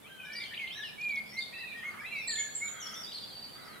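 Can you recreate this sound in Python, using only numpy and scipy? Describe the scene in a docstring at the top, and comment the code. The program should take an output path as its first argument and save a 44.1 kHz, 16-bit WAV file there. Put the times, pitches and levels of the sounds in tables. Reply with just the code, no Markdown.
"""Garden bird chorus

Thrush-like whistlers, a squealer, a mewer, a high thin singer and a warbler: gliding sines with overtones.
A twitterer, a chatterer and sparrows: short repeated figures, slurs and buzzing arches. Walls answer all birds.
Behind: crows (pulses through throat resonances), a far flock, a wing flutter, town rumble and hiss (shaped noise)."""
import sys
import numpy as np
from scipy import signal
from scipy.fft import rfft, irfft, next_fast_len
from scipy.io import wavfile
from scipy.ndimage import uniform_filter1d, map_coordinates

SR = 44100
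rng = np.random.default_rng(int(sys.argv[2]) if len(sys.argv) > 2 else 0)


def put_to_file(sound):
    """Save the sound as 16-bit audio at rate SR, in the file named by the first command-line argument."""
    columns = np.atleast_2d(sound).T  # one column per channel
    safe = np.clip(columns, -1, 1)
    whole_steps = np.round(safe * 32767)
    wavfile.write(sys.argv[1], SR, whole_steps.astype(np.int16))


def field_ratio(decibels):
    """Amplitude ratio for a level in dB (20 dB per decade); scalars and array-likes work."""
    return 10 ** (np.asarray(decibels, dtype=float) / 20)


N = 167580
T = np.arange(N) / SR

# Bird levels are in dB before overtone gains, pan and echo.
# Sung notes, one list a note: (time [s], pitch [Hz], level [dB])
WHISTLER_NOTES = [
    [(0.585, 2226, -48.5), (0.647, 2104, -45.5), (0.7, 2109, -54)],
    [(0.975, 2273, -49), (1.031, 2487, -41), (1.21, 2133, -43)],
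    [(1.32, 1925, -62), (1.374, 2136, -44.5), (1.4, 2150, -36)],
    [(1.82, 1966, -63), (1.86, 2175, -45), (1.9, 2190, -42.5)],
    [(1.97, 2053, -60), (2.015, 2346, -43)],
    [(2.11, 2440, -45.5), (2.16, 2255, -43.5), (2.21, 2100, -46.5)],
    [(2.37, 2060, -51), (2.402, 2191, -43), (2.42, 2150, -37)],
    [(2.6, 2048, -61), (2.63, 2150, -40.5), (2.685, 2300, -50)],
]
LOW_WHISTLER_NOTES = [
    [(0.24, 1560, -55), (0.45, 2113, -48)],
    [(0.75, 1733, -48), (0.848, 1764, -45.5), (0.88, 1692, -68)],
    [(1.52, 1896, -53.5), (1.66, 1893, -48)],
    [(1.735, 1903, -51.5), (1.827, 1827, -47.5), (1.85, 1945, -45)],
    [(2.01, 1600, -38), (2.024, 1810, -52), (2.065, 2145, -41)],
    [(2.28, 1957, -42), (2.306, 1808, -45), (2.5, 1716, -51.5)],
]
SQUEALER_NOTES = [
    [(.7, 2800, -47.5), (.74, 3787, -57.5), (.78, 3930, -56.5), (.82, 3600, -55.5), (.85, 2914, -47),
     (.92, 2240, -70)],
    [(1.52, 2250, -56), (1.55, 2638, -53), (1.62, 2670, -53), (1.7, 2507, -55.5), (1.745, 2300, -47.5)],
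    [(2.04, 2350, -48), (2.07, 2643, -53.5), (2.11, 2710, -55), (2.2, 2540, -49), (2.27, 2334, -53)],
]
MEWER_NOTES = [
    [(.04, 1103, -66), (.075, 1269, -62.5), (.095, 1586, -59.5), (.22, 1539, -57), (.42, 1407, -61)],
]
TRILL_NOTES = [
    [(0.185, 2590, -52), (0.258, 2368, -50), (0.47, 2270, -45.5)],
]
HIGH_SINGER_NOTES = [
    [(2.27, 7770, -34.5), (2.29, 7500, -42.5), (2.33, 7160, -44), (2.42, 6990, -36.5), (2.465, 6750, -49)],
    [(2.55, 7830, -28.5), (2.57, 7340, -42.5), (2.61, 7060, -44.5), (2.69, 7040, -42.5), (2.735, 6630, -48)],
    [(3.03, 4960, -39), (3.05, 4735, -45.5), (3.11, 4850, -60)],
    [(3.12, 4680, -42), (3.2, 4670, -63), (3.25, 4734, -42.5), (3.3, 4650, -71)],
    [(3.32, 4580, -50), (3.44, 4645, -48.5), (3.49, 4565, -57)],
    [(3.51, 4620, -57), (3.54, 4600, -47), (3.63, 4586, -76)],
    [(3.64, 5110, -60), (3.71, 4350, -61), (3.78, 3700, -62)],
]
WARBLER_NOTES = [
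    [(1.26, 5050, -71), (1.36, 5790, -55)],
    [(2.81, 5860, -45.5), (2.84, 5660, -49.5), (2.865, 5480, -50), (2.92, 5290, -59)],
    [(2.935, 5970, -47), (2.975, 5320, -50), (2.995, 5760, -55), (3.025, 5150, -47.5)],
    [(2.76, 3250, -51), (2.795, 3400, -54), (2.84, 2916, -56), (2.88, 3390, -55), (2.925, 2820, -60.5),
     (2.965, 3600, -48), (2.99, 3390, -55)],
    [(3.06, 3280, -50), (3.086, 3730, -50), (3.12, 3760, -58)],
]
# Twitter figures: (start [s], level [dB])
TWITTER_STARTS = [(1.012, -55), (1.085, -53), (1.156, -52)]
# One twitter figure, a dive then an arch: (time after start [s], pitch [Hz])
TWITTER_FIGURE = [(0, 6500), (.012, 3000), (.022, 4300), (.033, 4950), (.038, 4500), (.045, 2500)]
# Quick slurs: (start [s], length [s], first pitch [Hz], last pitch [Hz], level [dB])
SLUR_EVENTS = [(0.063, 0.047, 4600, 3300, -70), (.485, 0.042, 3064, 3150, -49.5),
               (.505, 0.044, 1578, 2300, -48.5), (0.535, 0.013, 2450, 4200, -47),
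               (0.543, 0.014, 3050, 2100, -45), (0.564, 0.021, 2100, 3350, -42.5),
               (.58, 0.027, 3260, 2900, -57), (0.591, 0.0122, 2070, 2740, -39),
               (.667, 0.012, 2640, 4850, -46.5), (0.673, 0.0092, 2550, 3350, -40),
               (0.699, 0.019, 2130, 3350, -47), (0.837, 0.065, 4060, 3850, -61.5),
               (2.179, 0.092, 5850, 5100, -60.5), (2.542, .007, 5300, 7600, -55.5),
               (2.8, 0.019, 6100, 6950, -47.5), (2.924, 0.011, 6070, 6850, -53)]
# Sparrow chirps: (start [s], length [s], first pitch [Hz], pitch at 40 % [Hz], last pitch [Hz], first level [dB])
SPARROW_CHIRPS = [(.315, 0.052, 3640, 5340, 4100, -52.5), (.35, 0.098, 4500, 4764, 4260, -45),
                  (.39, .09, 3700, 3500, 3010, -47.5), (.84, 0.067, 5600, 5310, 4800, -59),
                  (1.365, 0.08, 3884, 4484, 4210, -45.5), (1.4, 0.051, 3800, 3680, 3240, -44.5),
                  (1.43, 0.062, 4490, 4460, 3820, -55), (2.275, 0.048, 3687, 4600, 2830, -38),
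                  (2.315, 0.048, 4060, 4380, 3100, -42.5), (2.353, 0.078, 3600, 3520, 2920, -48),
                  (3.116, 0.031, 2610, 3960, 3400, -43.5), (3.13, 0.061, 3695, 4515, 2920, -40.5),
                  (3.2, 0.052, 4300, 3840, 3090, -49), (3.27, 0.056, 3970, 4380, 2870, -53),
                  (3.36, 0.071, 3800, 4050, 3230, -62)]
# Crow caws: (start [s], length [s], pitch [Hz], first throat resonance [Hz], last resonance [Hz], level [dB])
CROW_CAWS = [(1.82, 0.24, 299.3, 1306, 1200, -52.5), (2.609, 0.43, 301.8, 1406, 1340, -52.5),
             (3.54, 0.28, 304, 1340, 1347, -56)]
# Singers' places, by name: (left over right [dB], echo [dB])
SINGER_PLACES = {"whistler": (-1.5, -4.5), "low": (1, -1.9), "squealer": (-1.2, 0), "high": (-1.8, -0.45),
                 "warbler": (1, 1), "twitter": (1, -13), "sparrow": (1.5, 0.84), "crow": (0.48, 1.33),
                 "far": (0, 9.05)}
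# Decay of the far walls: (frequency [Hz], t60 [s])
WALL_T60 = [(1000, 1), (8000, 0.7)]
# Town floor spectrum: (frequency [Hz], relative level [dB])
TOWN_SPECTRUM = [(25, -16), (50, -12), (150, -1.5), (300, -3.5), (800, -6), (1070, -9), (2200, -12),
                 (5000, -23), (6300, -23.5), (9500, -18), (12200, -19), (15600, -25.5)]
# Left-right correlation of the town floor: (frequency [Hz], correlation [-1..1])
TOWN_LIKENESS = [(25, 0.044), (125, 0.45), (300, -0.24), (1000, 0.011), (8000, 0.12), (13000, 0.08)]
# Drone level before pan: (time [s], level [dB])
DRONE_LEVEL = [(0, -67), (.8, -64.5), (1, -58.5), (1.6, -63.5), (3.8, -67.5)]
# Overtone stacks: (multiple of the pitch [ratio], gain [dB])
PURE_TONES = [(1, 0)]
FLUTE_TONES = [(1, 5.5), (3, -21.5), (5, -27)]
SQUEAL_TONES = [(1, 6.5), (1.5, -1)]
MEW_TONES = [(1, 0), (2, -2.5)]
CHIRP_TONES = [(1, 2.5), (2, -16.5)]

# Throats: (pitch waver [Hz], flutter [dB], knots [1/s])
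CLEAR, HUSKY, HOARSE = (22, 2.2, 70), (84, 2.7, 200), (110, 4.5, 200)
BEADY, BROKEN = (51.7, 1.87, 100), (98.6, 4.54, 180)
# Overtone loss per octave below a note's top; negative grows
FLUTE_DULLS_DB, SQUEAL_DULLS_DB, MEW_DULLS_DB = 60, 50, -34
FADE_S, QUICK_FADE_S = 0.008, 0.002
TRILL_HZ, TRILL_DEPTH = 59.5, 0.91
BUZZ_HZ, BUZZ_DEPTH = 310, 0.4
CAW_WIDTH_HZ, CAW_JITTER = 360, 0.08
CAW_UPPER_RATIO, CAW_UPPER_DB = 1.52, -3.5
TOWN_DB, TOWN_SWELL_DB_PER_S, TOWN_PAN_DB = -55, 0.71, -1.5
DRONE_HZ, DRONE_WIDTH_HZ = 210, 13
WING_START_S, WING_LENGTH_S, WING_DB, WING_BEAT_HZ = 2.72, 0.45, -61, 21
WING_LOW_HZ, WING_HIGH_HZ = 8000, 13000
FAR_CHIRPS_PER_S, FAR_CHIRP_S = 50, 0.033
FAR_HZ, FAR_SPREAD_NEPER, FAR_SWEEP_NEPER = 3400, 0.21, 0.21
FAR_DB, FAR_SPREAD_DB = -68.5, 2.5
NEAR_WALL_T60_S, NEAR_WALL_DB = 0.13, 5.5
LEFT_LEAD_MS = 0.028


def unit(x):
    """Scale to rms 1."""
    return x / np.sqrt(np.mean(x ** 2) + 1e-20)


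def along(points, hz):
    """Interpolate (frequency [Hz], value) points on a log axis."""
    f, v = np.transpose(points)
    return np.interp(np.log(hz + 1), np.log(f + 1), v)


def wobble(knots_per_s):
    """Smooth random curve through normal-distributed knots."""
    knots = rng.standard_normal(int(N * knots_per_s / SR) + 4)
    return map_coordinates(knots, [T * knots_per_s])


def filtered(x, response):
    """Multiply the spectrum of x by a complex response of frequency."""
    m = next_fast_len(N + 8192)
    return irfft(rfft(x, m) * response(np.fft.rfftfreq(m, 1 / SR)), m)[..., :N]


def sing(notes, tones, voice, dulls_db=0, fade_s=FADE_S):
    """Gliding sines with rounded turns, overtones, short fades and an unsteady throat."""
    waver_hz, flutter_db, knots_per_s = voice
    out, waver = np.zeros(N), waver_hz * wobble(knots_per_s)
    for note in notes:
        s, hz, db = np.transpose(note)
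        on = slice(int(s[0] * SR), int(s[-1] * SR))
        t = T[on]
        rounding = min(len(t) // 8 + 1, SR // 150)
        glide = uniform_filter1d(np.interp(t, s, hz), size=rounding, mode="nearest")
        ramp_s = min(fade_s, (s[-1] - s[0]) / 4)
        fade = np.clip(np.minimum(t - s[0], s[-1] - t) / ramp_s, 0, 1)
        phase = 2 * np.pi * np.cumsum(glide + waver[on]) / SR
        dull_db = dulls_db * np.log2(glide / hz.max())
        stack = sum(field_ratio(g + dull_db * (k > 1)) * np.sin(k * phase) for k, g in tones)
        out[on] += 2 ** .5 * field_ratio(np.interp(t, s, db)) * fade * stack
    return out * unit(field_ratio(flutter_db * wobble(knots_per_s)))


def chirping(chirps):
    """Hoarse parabolic pitch arches, each losing 6 dB, amplitude-modulated into a buzz."""
    u = np.linspace(0, 1, 25)
    arches = []
    for start_s, length_s, first_hz, mid_hz, last_hz, db in chirps:
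        arch_hz = np.polyval(np.polyfit([0, .4, 1], [first_hz, mid_hz, last_hz], deg=2), u)
        arches.append(np.transpose([start_s + length_s * u, arch_hz, db - 6 * u]))
    buzz = 1 + BUZZ_DEPTH * np.sin(2 * np.pi * BUZZ_HZ * T + wobble(40))
    return sing(arches, CHIRP_TONES, HOARSE) * unit(buzz)


def placed(x, name):
    """Panned direct sound plus decaying-noise echoes of near and far walls, different on each side."""
    pan_db, echo_db = SINGER_PLACES[name]
    hz, t, noise = signal.stft(rng.standard_normal((2, SR)), SR, nperseg=256)
    far_wall = field_ratio(-60 * t / along(WALL_T60, hz)[:, None])
    near_wall = field_ratio(NEAR_WALL_DB - 60 * t / NEAR_WALL_T60_S)
    tail = signal.istft(noise * (far_wall + near_wall), SR, nperseg=256)[1]
    delayed = np.pad(x, (200, 0))[None]
    echo = signal.fftconvolve(delayed, tail / np.linalg.norm(tail[0]), axes=1)[:, :N]
    left = filtered(x, lambda f: np.exp(2j * np.pi * f * LEFT_LEAD_MS / 1000))
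    return (np.array([left, x]) + field_ratio(echo_db) * echo) * field_ratio([[pan_db / 2], [-pan_db / 2]])


def town():
    """Far traffic and air: slowly swelling shaped stereo noise with a narrow-band drone."""
    def mid_side(hz):
        # mid/side angle that gives the wanted left-right correlation
        angle = np.arccos(np.clip(along(TOWN_LIKENESS, hz), -1, 1)) / 2
        return field_ratio(along(TOWN_SPECTRUM, hz)) * [np.cos(angle), np.sin(angle)]

    mid, side = filtered(rng.standard_normal((2, N)), mid_side)
    level_db = TOWN_DB + TOWN_SWELL_DB_PER_S * T + 0.18 * wobble(7.3)
    floor = field_ratio(level_db) * unit(np.array([mid + side, mid - side]))
    band = filtered(rng.standard_normal((2, N)), lambda hz: np.exp(-((hz - DRONE_HZ) / DRONE_WIDTH_HZ) ** 2))
    drone = field_ratio(np.interp(T, *np.transpose(DRONE_LEVEL))) * unit(band)
    return (floor + drone) * field_ratio([[TOWN_PAN_DB / 2], [-TOWN_PAN_DB / 2]])


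def far_flock():
    """Random chirps far off, one at a jittered time in each equal slot."""
    count = int(FAR_CHIRPS_PER_S * N / SR) - 2
    pitch, sweep, level, jitter = rng.standard_normal((count, 4)).T
    start_s = (np.arange(count) + .5 + np.tanh(jitter) / 2) / FAR_CHIRPS_PER_S
    length_s = np.full(count, FAR_CHIRP_S)
    first_hz = FAR_HZ * np.exp(FAR_SPREAD_NEPER * pitch)
    mid_hz = first_hz * (1 + FAR_SWEEP_NEPER * np.abs(sweep) / 2)
    last_hz = first_hz * np.exp(-FAR_SWEEP_NEPER * np.abs(sweep))
    return chirping(zip(start_s, length_s, first_hz, mid_hz, last_hz, FAR_DB + FAR_SPREAD_DB * level))


def crows():
    """Uneven pulses through two throat resonances that shift during each caw."""
    def ring(f, centre_hz):
        damping = 1j * f * CAW_WIDTH_HZ
        return (damping / (centre_hz * centre_hz - f * f + damping)) ** 2

    def throat(pulses, hz):
        upper = field_ratio(CAW_UPPER_DB)
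        return unit(filtered(pulses, lambda f: ring(f, hz) - upper * ring(f, hz * CAW_UPPER_RATIO)))

    out = np.zeros(N)
    for start_s, length_s, pitch_hz, first_hz, last_hz, db in CROW_CAWS:
        cycles = np.cumsum(pitch_hz * (1 + CAW_JITTER * wobble(200))) / SR
        pulses = np.diff(np.floor(cycles), prepend=0) * field_ratio(2.8 * wobble(90))
        early, late = throat(pulses, first_hz), throat(pulses, last_hz)
        u = np.clip((T - start_s) / length_s, 0, 1)
        out += field_ratio(db) * np.sin(np.pi * u) ** .5 * (early * (1 - u) + late * u)
    return out


def wings():
    """A bird flutters onto a branch: band-limited feather rustle in soft beats."""
    def band(f):
        return f * f / (f * f + WING_LOW_HZ ** 2) / (1 + (f / WING_HIGH_HZ) ** 4)

    rustle = unit(filtered(rng.standard_normal((2, N)), band))
    swell = np.sin(np.pi * np.clip((T - WING_START_S) / WING_LENGTH_S, 0, 1))
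    beats = 1 + .5 * np.sin(2 * np.pi * WING_BEAT_HZ * T)
    return field_ratio(WING_DB) * swell * beats * rustle


def sparrows():
    """Chirps: hoarse buzzing pitch arches."""
    return chirping(SPARROW_CHIRPS)


def twitterer():
    """One dive-and-arch sine figure, repeated."""
    figures = [[(s + d, hz, db) for d, hz in TWITTER_FIGURE] for s, db in TWITTER_STARTS]
    return sing(figures, PURE_TONES, CLEAR, fade_s=QUICK_FADE_S)


def chatterer():
    """Quick scratchy slurs: straight glides with a husky waver."""
    slurs = [[(s, a, db), (s + d, b, db)] for s, d, a, b, db in SLUR_EVENTS]
    return sing(slurs, PURE_TONES, HUSKY)


def warbler():
    """Gliding notes with a second harmonic and a broken throat."""
    return sing(WARBLER_NOTES, CHIRP_TONES, BROKEN)


def high_singer():
    """High thin notes: single wavering sines."""
    return sing(HIGH_SINGER_NOTES, PURE_TONES, BEADY)


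def mewer():
    """A mewing glide whose octave overtone grows as the pitch falls."""
    return sing(MEWER_NOTES, MEW_TONES, CLEAR, MEW_DULLS_DB)


def squealer():
    """Squeals with a partial at 1.5 times the pitch, weaker as the pitch falls."""
    return sing(SQUEALER_NOTES, SQUEAL_TONES, BEADY, SQUEAL_DULLS_DB)


def trill():
    """A sine glide pulsed fast in amplitude."""
    pulsing = 1 + TRILL_DEPTH * np.sin(2 * np.pi * TRILL_HZ * T + 0.63)
    return sing(TRILL_NOTES, PURE_TONES, CLEAR) * pulsing


def low_whistler():
    """The lower thrush-like voice: plain sines."""
    return sing(LOW_WHISTLER_NOTES, PURE_TONES, BEADY)


def whistler():
    """The main thrush-like voice: odd harmonics that weaken as a note falls."""
    return sing(WHISTLER_NOTES, FLUTE_TONES, CLEAR, FLUTE_DULLS_DB)


def scene():
    """All singers in their places over the town."""
    voices = {
        "far": far_flock(),
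        "crow": crows(),
        "sparrow": sparrows(),
        "twitter": twitterer(),
        "warbler": warbler() + chatterer(),
        "high": high_singer(),
        "squealer": squealer(),
        "low": low_whistler() + mewer(),
        "whistler": whistler() + trill(),
    }
    return town() + wings() + sum(placed(x, name) for name, x in voices.items())


def band_limit(x):
    """A steep low-pass at the top of the band."""
    return signal.sosfilt(signal.butter(12, 15650, fs=SR, output="sos"), x)


def record(dry):
    """The finished stereo sound."""
    return band_limit(dry)


dry = scene()
out = record(dry)
put_to_file(out)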